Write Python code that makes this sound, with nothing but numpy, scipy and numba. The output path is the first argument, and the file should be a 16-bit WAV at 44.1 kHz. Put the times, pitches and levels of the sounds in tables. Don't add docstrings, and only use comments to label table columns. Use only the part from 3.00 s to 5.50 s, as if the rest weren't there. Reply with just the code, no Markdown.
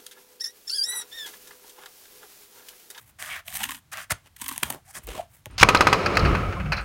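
import sys
import numpy as np
from scipy import signal
from scipy.fft import rfft, irfft, next_fast_len
from scipy.io import wavfile
from scipy.ndimage import map_coordinates
from numba import njit

SR = 44100
rng = np.random.default_rng(int(sys.argv[2]) if len(sys.argv) > 2 else 0)


def put_to_file(sound):
    columns = np.atleast_2d(sound).T
    safe = np.clip(columns, -1, 1)
    whole_steps = np.round(safe * 32767)
    wavfile.write(sys.argv[1], SR, whole_steps.astype(np.int16))


N = 110250
T = np.arange(N) / SR
TOP_HZ = 16100
CLUMP_HZ = 318


def amp(db):
    return 10 ** (np.asarray(db) / 20)


def unit(x):
    return x / np.sqrt(np.mean(x ** 2) + 1e-20)


def level(strokes, axis=1):
    gain = np.zeros(N)
    for stroke in map(np.array, strokes):
        gain += amp(np.interp(T, stroke[:, 0], stroke[:, axis], left=-140, right=-140))
    return gain


def swells(rows):
    return sum(amp(db) * np.exp(-((T - s) / half) ** 2) for s, half, db in rows)


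def burst(s, length):
    rise = .00008 + .15 * length
    fall = .0003 + .15 * length
    before, after = np.minimum(T - s, 0), np.maximum(T - s - length, 0)
    return np.exp(before / rise - after / fall)


def wobble(rate):
    knots = rng.standard_normal(int(N * rate / SR) + 4)
    return map_coordinates(knots, [T * rate])


def clumps(depth_db, rate):
    return unit(amp(depth_db * wobble(rate)))


def cracks(rate, scatter_db):
    happens = rng.random(N) < rate / SR
    sign = np.sign(rng.standard_normal(N))
    size = amp(scatter_db * np.clip(rng.standard_normal(N), -2, 2))
    return unit(happens * sign * size)


def colour(x, points):
    size = next_fast_len(N + SR // 2, True) * 2
    hz, db = np.transpose(points)
    log_f = np.log(np.fft.rfftfreq(size, 1 / SR) + 1)
    gain = unit(amp(np.interp(log_f, np.log(hz), db)))
    cep = irfft(np.log(gain))
    cep[1:size // 2] *= 2
    cep[size // 2 + 1:] = 0
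    return irfft(rfft(x, size) * np.exp(rfft(cep)))[:N]


@njit
def resonate(x, turn, q):
    y, low, band = np.zeros(len(x)), 0., 0.
    for i in range(len(x)):
        low += turn[i] * band
        band += turn[i] * (x[i] - low - band / q)
        y[i] = band / q
    return y


def steep_resonance(x, hz, q):
    turn = 2 * np.pi * hz / SR
    return resonate(resonate(x, turn, float(q)), turn, float(q))


# (t/s, f/Hz)
CREAK_PITCH = [(2.12, 368), (2.21, 710)]


def creak(grain):
    return amp(14.5) * steep_resonance(grain, np.interp(T, *np.transpose(CREAK_PITCH)), q=1.43)


# (t/s, level before colour/dB)
GRAIN_STROKES = [
    [(1.13, -56), (1.23, -70.5), (1.27, -52), (1.3, -86)],
    [(2.0, -60.5), (2.065, -60), (2.075, -42), (2.12, -46), (2.15, -41), (2.2, -43.5), (2.27, -69.5)],
]
# (middle t/s, half length/s, level before colour/dB)
BRUSH_SWELLS = [(.01, 0.038, -53), (.09, .02, -53), (2.04, 0.014, -51.5), (2.351, .041, -55)]
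# (f/Hz, relative level/dB)
GRAIN_COLOUR = [(100, 4.5), (400, -5), (1050, -0.5), (1700, -5), (3000, -3), (5000, -13.5), (8500, -10),
                (16000, -18.5)]
# (f/Hz, relative level/dB)
BRUSH_COLOUR = [(500, -8.5), (2000, -3.5), (5000, -14.5), (8500, -5), (16000, -4)]


def rubbing():
    def grain():
        return cracks(7000, scatter_db=5.5) * clumps(2.4, 180)

    drag = colour(level(GRAIN_STROKES) * grain(), GRAIN_COLOUR)
    brush = colour(swells(BRUSH_SWELLS) * grain(), BRUSH_COLOUR)
    return drag + creak(level(GRAIN_STROKES[1:]) * grain()) + brush


# (t/s, rasp level before trim/dB, hiss level before trim/dB)
SLIDE_STROKES = [
    [(.186, -47.5, -55), (.2, -36.5, -41), (.28, -37.5, -45), (.325, -34.5, -43), (.365, -34, -52.5),
     (.4, -41.5, -69), (.43, -72, -82)],
    [(.916, -47, -49.5), (.934, -29.5, -36.5), (.952, -39, -63), (.98, -30, -52), (1.025, -39, -43.5),
     (1.05, -44.5, -56), (1.072, -69, -84)],
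    [(1.097, -44, -62), (1.107, -21.5, -24), (1.116, -23.5, -29), (1.122, -19, -25), (1.137, -57, -64)],
    [(1.85, -65, -65), (1.91, -52, -46), (1.925, -64.5, -66), (1.953, -36.5, -40.5), (1.982, -41.5, -37.5),
     (2.003, -67, -68)],
]
# (middle t/s, half length/s, level before colour/dB)
CHATTER_SWELLS = [(.331, 0.032, -35)]
# (f/Hz, relative level/dB)
RASP_COLOUR = [(40, -18.5), (110, -16.5), (450, -30), (680, -7.5), (880, -16.5), (1150, -5.5), (1380, -6),
               (1800, -2.5), (2300, -8.5), (3200, -13), (4600, -19), (9000, -24.5)]
# (f/Hz, relative level/dB)
HISS_COLOUR = [(1500, -78), (4500, -1), (8000, 5), (9500, 7.5), (10800, -0.5), (13500, 0.5), (16000, -11)]
# (f/Hz, relative level/dB)
CHATTER_COLOUR = [(1400, -32.5), (2200, 1), (2600, -10.5), (3400, -8.5), (4600, -39.5)]
RASP_TRIM_DB, HISS_TRIM_DB = -3.5, -1


def sliding():
    def slips():
        return cracks(11000, scatter_db=3) * clumps(2.2, CLUMP_HZ)

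    rasp = amp(RASP_TRIM_DB) * colour(level(SLIDE_STROKES) * slips(), RASP_COLOUR)
    chatter = colour(swells(CHATTER_SWELLS) * slips(), CHATTER_COLOUR)
    hiss = amp(HISS_TRIM_DB) * colour(level(SLIDE_STROKES, axis=2) * slips(), HISS_COLOUR)
    return rasp + chatter + hiss


# (t/s, length/s, level before colour/dB)
BUCKLE_EVENTS = [(0.224, 0.0059, -47), (1.113, 0.011, -32.5), (1.578, .003, -38.5), (1.629, 0.0047, -29.5),
                 (1.652, 0.11, -45.5), (1.703, 0.0052, -34), (1.746, 0.0027, -40), (1.964, 0.032, -50),
                 (2.459, 0.0098, -46)]
# (f/Hz, relative level/dB)
HOLLOW_COLOUR = [(40, -10), (130, 4), (450, -4.5), (750, 1), (1200, -4), (2000, -14.5), (3500, -20.5)]


def buckling():
    folding = sum(amp(db) * burst(s, length) for s, length, db in BUCKLE_EVENTS)
    return colour(folding * cracks(6000, scatter_db=2.5), HOLLOW_COLOUR)


# (f/Hz, relative level/dB)
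BOARD_COLOUR = [(600, -3.5), (900, -8.5), (1300, -6.5), (1800, 3), (2400, -1.5), (3100, 1.5), (4500, -10.5),
                (8000, -7.5), (16000, -23.5)]


def crunch(force):
    low_cut = signal.butter(6, 800, "high", fs=SR, output="sos")
    return signal.sosfilt(low_cut, colour(force, BOARD_COLOUR))


# (f/Hz, relative level/dB)
FIBRE_COLOUR = [(1500, -44), (4000, 4), (5000, -2), (6200, 5.5), (7200, 3), (8600, 11), (10500, 7.5),
                (13000, 9.5), (16000, 2.5)]


def splinter(force):
    return colour(force, FIBRE_COLOUR)


# (t/s, strength before colour/dB, treble relative to strength/dB)
FIBRE_TICKS = [(0.2251, -5, -26), (0.261, -16, -6), (.4818, -9, -6), (.708, -7.5, -2), (0.9728, -9.5, -14),
               (1.4822, -14, 10), (1.5792, -9, 5.5), (1.7252, -17, 7.5), (2.0707, -28.5, 13),
               (2.0894, -17, -15), (2.4582, -12, -5.5)]


def ticks():
    body, treble, t = np.zeros(N), np.zeros(N), T[:SR // 100]
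    for s, db, treble_db in FIBRE_TICKS:
        tail = rng.standard_normal(len(t)) * np.exp(-t / .0005) * (t > 0)
        crack = (t == 0) + amp(-10) * tail
        crack *= amp(db) / np.linalg.norm(crack)
        start = round(s * SR)
        body[start:][:len(t)] += crack
        treble[start:][:len(t)] += amp(treble_db) * crack
    return crunch(body) + splinter(treble)


# (t/s, f/Hz)
SHEET_PITCH = [(.48, 690), (.55, 760), (.61, 830), (.655, 1020), (.72, 1060), (.755, 1000), (1.42, 950),
               (1.45, 1050), (1.52, 1070), (1.6, 965)]


def sheet(force, ratio, q):
    return steep_resonance(force, ratio * np.interp(T, *np.transpose(SHEET_PITCH)), q)


# (t/s, length/s, level before colour/dB, treble over that level/dB, sheet ring over that level/dB)
FLUTE_SNAPS = [(0.554, 0.017, -38, 8, -14), (0.604, 0.019, -34.5, -12, 1.5), (.633, 0.0095, -27.5, 0, -3.5),
               (0.65, 0.01, -40.5, -12, 6), (0.6903, 0.0061, -35, -9, 6.5), (.7156, 0.0065, -33.5, -4, 0.5),
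               (0.746, 0.0071, -42.5, -3, -5), (1.364, 0.0064, -52, 8.5, -23),
               (1.4153, 0.0068, -35, 4.5, 0), (1.4416, 0.0032, -39.5, 3, 1), (1.4603, 0.0045, -35, 0, -3),
               (1.487, 0.0084, -35, 3.5, 2.5), (1.5122, 0.0048, -34.5, -2.5, 9),
               (1.525, 0.014, -44, 4.5, 2), (1.56, 0.0061, -41.5, -1, 7), (1.6312, 0.0041, -20.5, -1.5, 0),
               (1.7017, 0.0049, -29.5, 2, 1)]


def snap_gains():
    gains = np.zeros((3, N))
    for s, length, db, treble_db, ring_db in FLUTE_SNAPS:
        gains += np.outer(amp(db + np.array([0, treble_db, ring_db])), burst(s, length))
    return gains


# (t/s, crackle level before trim/dB)
CUT_STROKES = [
    [(.45, -63.5), (.475, -47), (.50, -47.5), (.54, -40.5), (.62, -40), (.68, -46.5), (.73, -46),
     (.77, -51.5), (.805, -68)],
    [(1.375, -63), (1.41, -46), (1.5, -47), (1.6, -50.5), (1.65, -43.5), (1.69, -47.5), (1.742, -46),
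     (1.765, -68), (1.82, -78)],
]
# (ratio to the main one, gain/dB)
SHEET_OVERTONES = [(1.501, 5.5), (3.05, 3.5)]
CUT_TRIM_DB, CUT_TREBLE_DB = -2, 3
SHEET_DB, FLEX_DB, THUD_DB = 15, 11.5, 12.5
SHEET_Q, FLEX_Q = 5, 3.6
THUD_HZ = 157


def cutting():
    effort = amp(CUT_TRIM_DB) * level(CUT_STROKES) * clumps(2.5, CLUMP_HZ)
    body, treble, ring = snap_gains()

    def crackle():
        return effort * cracks(3600, scatter_db=6)

    def tear():
        return cracks(14000, scatter_db=2.5) * clumps(3, 700)

    direct = crunch(crackle() + body * tear())
    main = amp(SHEET_DB) * sheet(crackle() + ring * tear(), 0.98, SHEET_Q)
    flex = amp(FLEX_DB) * sheet(crackle() + ring * tear(), .245, FLEX_Q)
    high = np.zeros(N)
    for ratio, db in SHEET_OVERTONES:
        high += amp(db) * sheet(crackle() + body * tear(), ratio, SHEET_Q)
    thud_filter = signal.butter(6, THUD_HZ, fs=SR, output="sos")
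    thud = amp(THUD_DB) * signal.sosfilt(thud_filter, crackle())
    fibres = splinter(amp(CUT_TREBLE_DB) * crackle() + treble * tear())
    return direct + main + flex + high + thud + fibres


# (t/s, f/Hz, level before rise and decay/dB, t60/s)
SHEET_BUMPS = [(1.118, 89, -19, 0.046), (1.418, 225, -32.5, 0.055), (1.635, 75, -38.5, 0.27),
               (2.04, 49.4, -33.5, 0.26), (2.082, 46.3, -28, .12), (2.466, 106, -34, 0.11)]


def bumps():
    out = np.zeros(N)
    for s, hz, db, t60 in SHEET_BUMPS:
        t = np.maximum(T - s, 0)
        rise = 1 - np.exp(-t / .003)
        decay = np.exp(-np.log(1000) * t / t60)
        out += amp(db) * np.sin(2 * np.pi * hz * t) * decay * rise
    return out


# (middle t/s, half length/s, f at the middle before wander/Hz, peak level before roughness/dB)
BOARD_SQUEAKS = [(1.892, .02, 780, -52.5), (2.09, 0.0051, 445, -33.5), (2.151, 0.0039, 1040, -39),
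                 (2.182, .006, 630, -34.5), (2.2004, 0.0054, 703, -21), (2.467, 0.0056, 514, -43.5)]
SQUEAK_RISE_HZ_PER_S = 3000


def squeaks():
    out = np.zeros(N)
    wander = .55 * wobble(260)
    for s, half, hz, db in BOARD_SQUEAKS:
        t = T - s
        phase = 2 * np.pi * (hz + SQUEAK_RISE_HZ_PER_S * t / 2) * t + wander
        out += amp(db) * np.exp(-(t / half) ** 2) * np.sin(phase)
    roughness = amp(1 * wobble(CLUMP_HZ))
    return out * roughness


ROOM_T60_S, ROOM_TOP_HZ = 0.17, 5270


def room(x):
    t = T[:SR // 2]
    decay = np.exp(-np.log(1000) * t / ROOM_T60_S)
    tail = rng.standard_normal(len(t)) * decay * (t > .003)
    tail = signal.lfilter(*signal.butter(1, ROOM_TOP_HZ, fs=SR), tail)
    return signal.fftconvolve(x, tail / np.linalg.norm(tail))[:N]


# (f/Hz, relative level/dB)
FLOOR_COLOUR = [(20, -13), (45, -5.5), (80, .5), (130, -2.5), (220, -16.5), (450, -25.5), (800, -21.5),
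                (16000, -33)]
ROOM_DB = -18.5
FLOOR_DB = -60.5


def scene():
    near = rubbing() + sliding() + buckling() + ticks() + cutting() + bumps() + squeaks()
    rumble = amp(FLOOR_DB) * colour(rng.standard_normal(N), FLOOR_COLOUR)
    return (near + amp(ROOM_DB) * room(near) + rumble)[None]


def record(dry):
    size = next_fast_len(N + SR // 2)
    low_cut = signal.butter(4, 42, "high", fs=SR, output="sos")
    dry = signal.sosfilt(low_cut, dry)
    in_band = np.fft.rfftfreq(size, 1 / SR) < TOP_HZ
    return irfft(rfft(dry, size) * in_band, size)[:, :N]


dry = scene()
out = record(dry)
put_to_file(out)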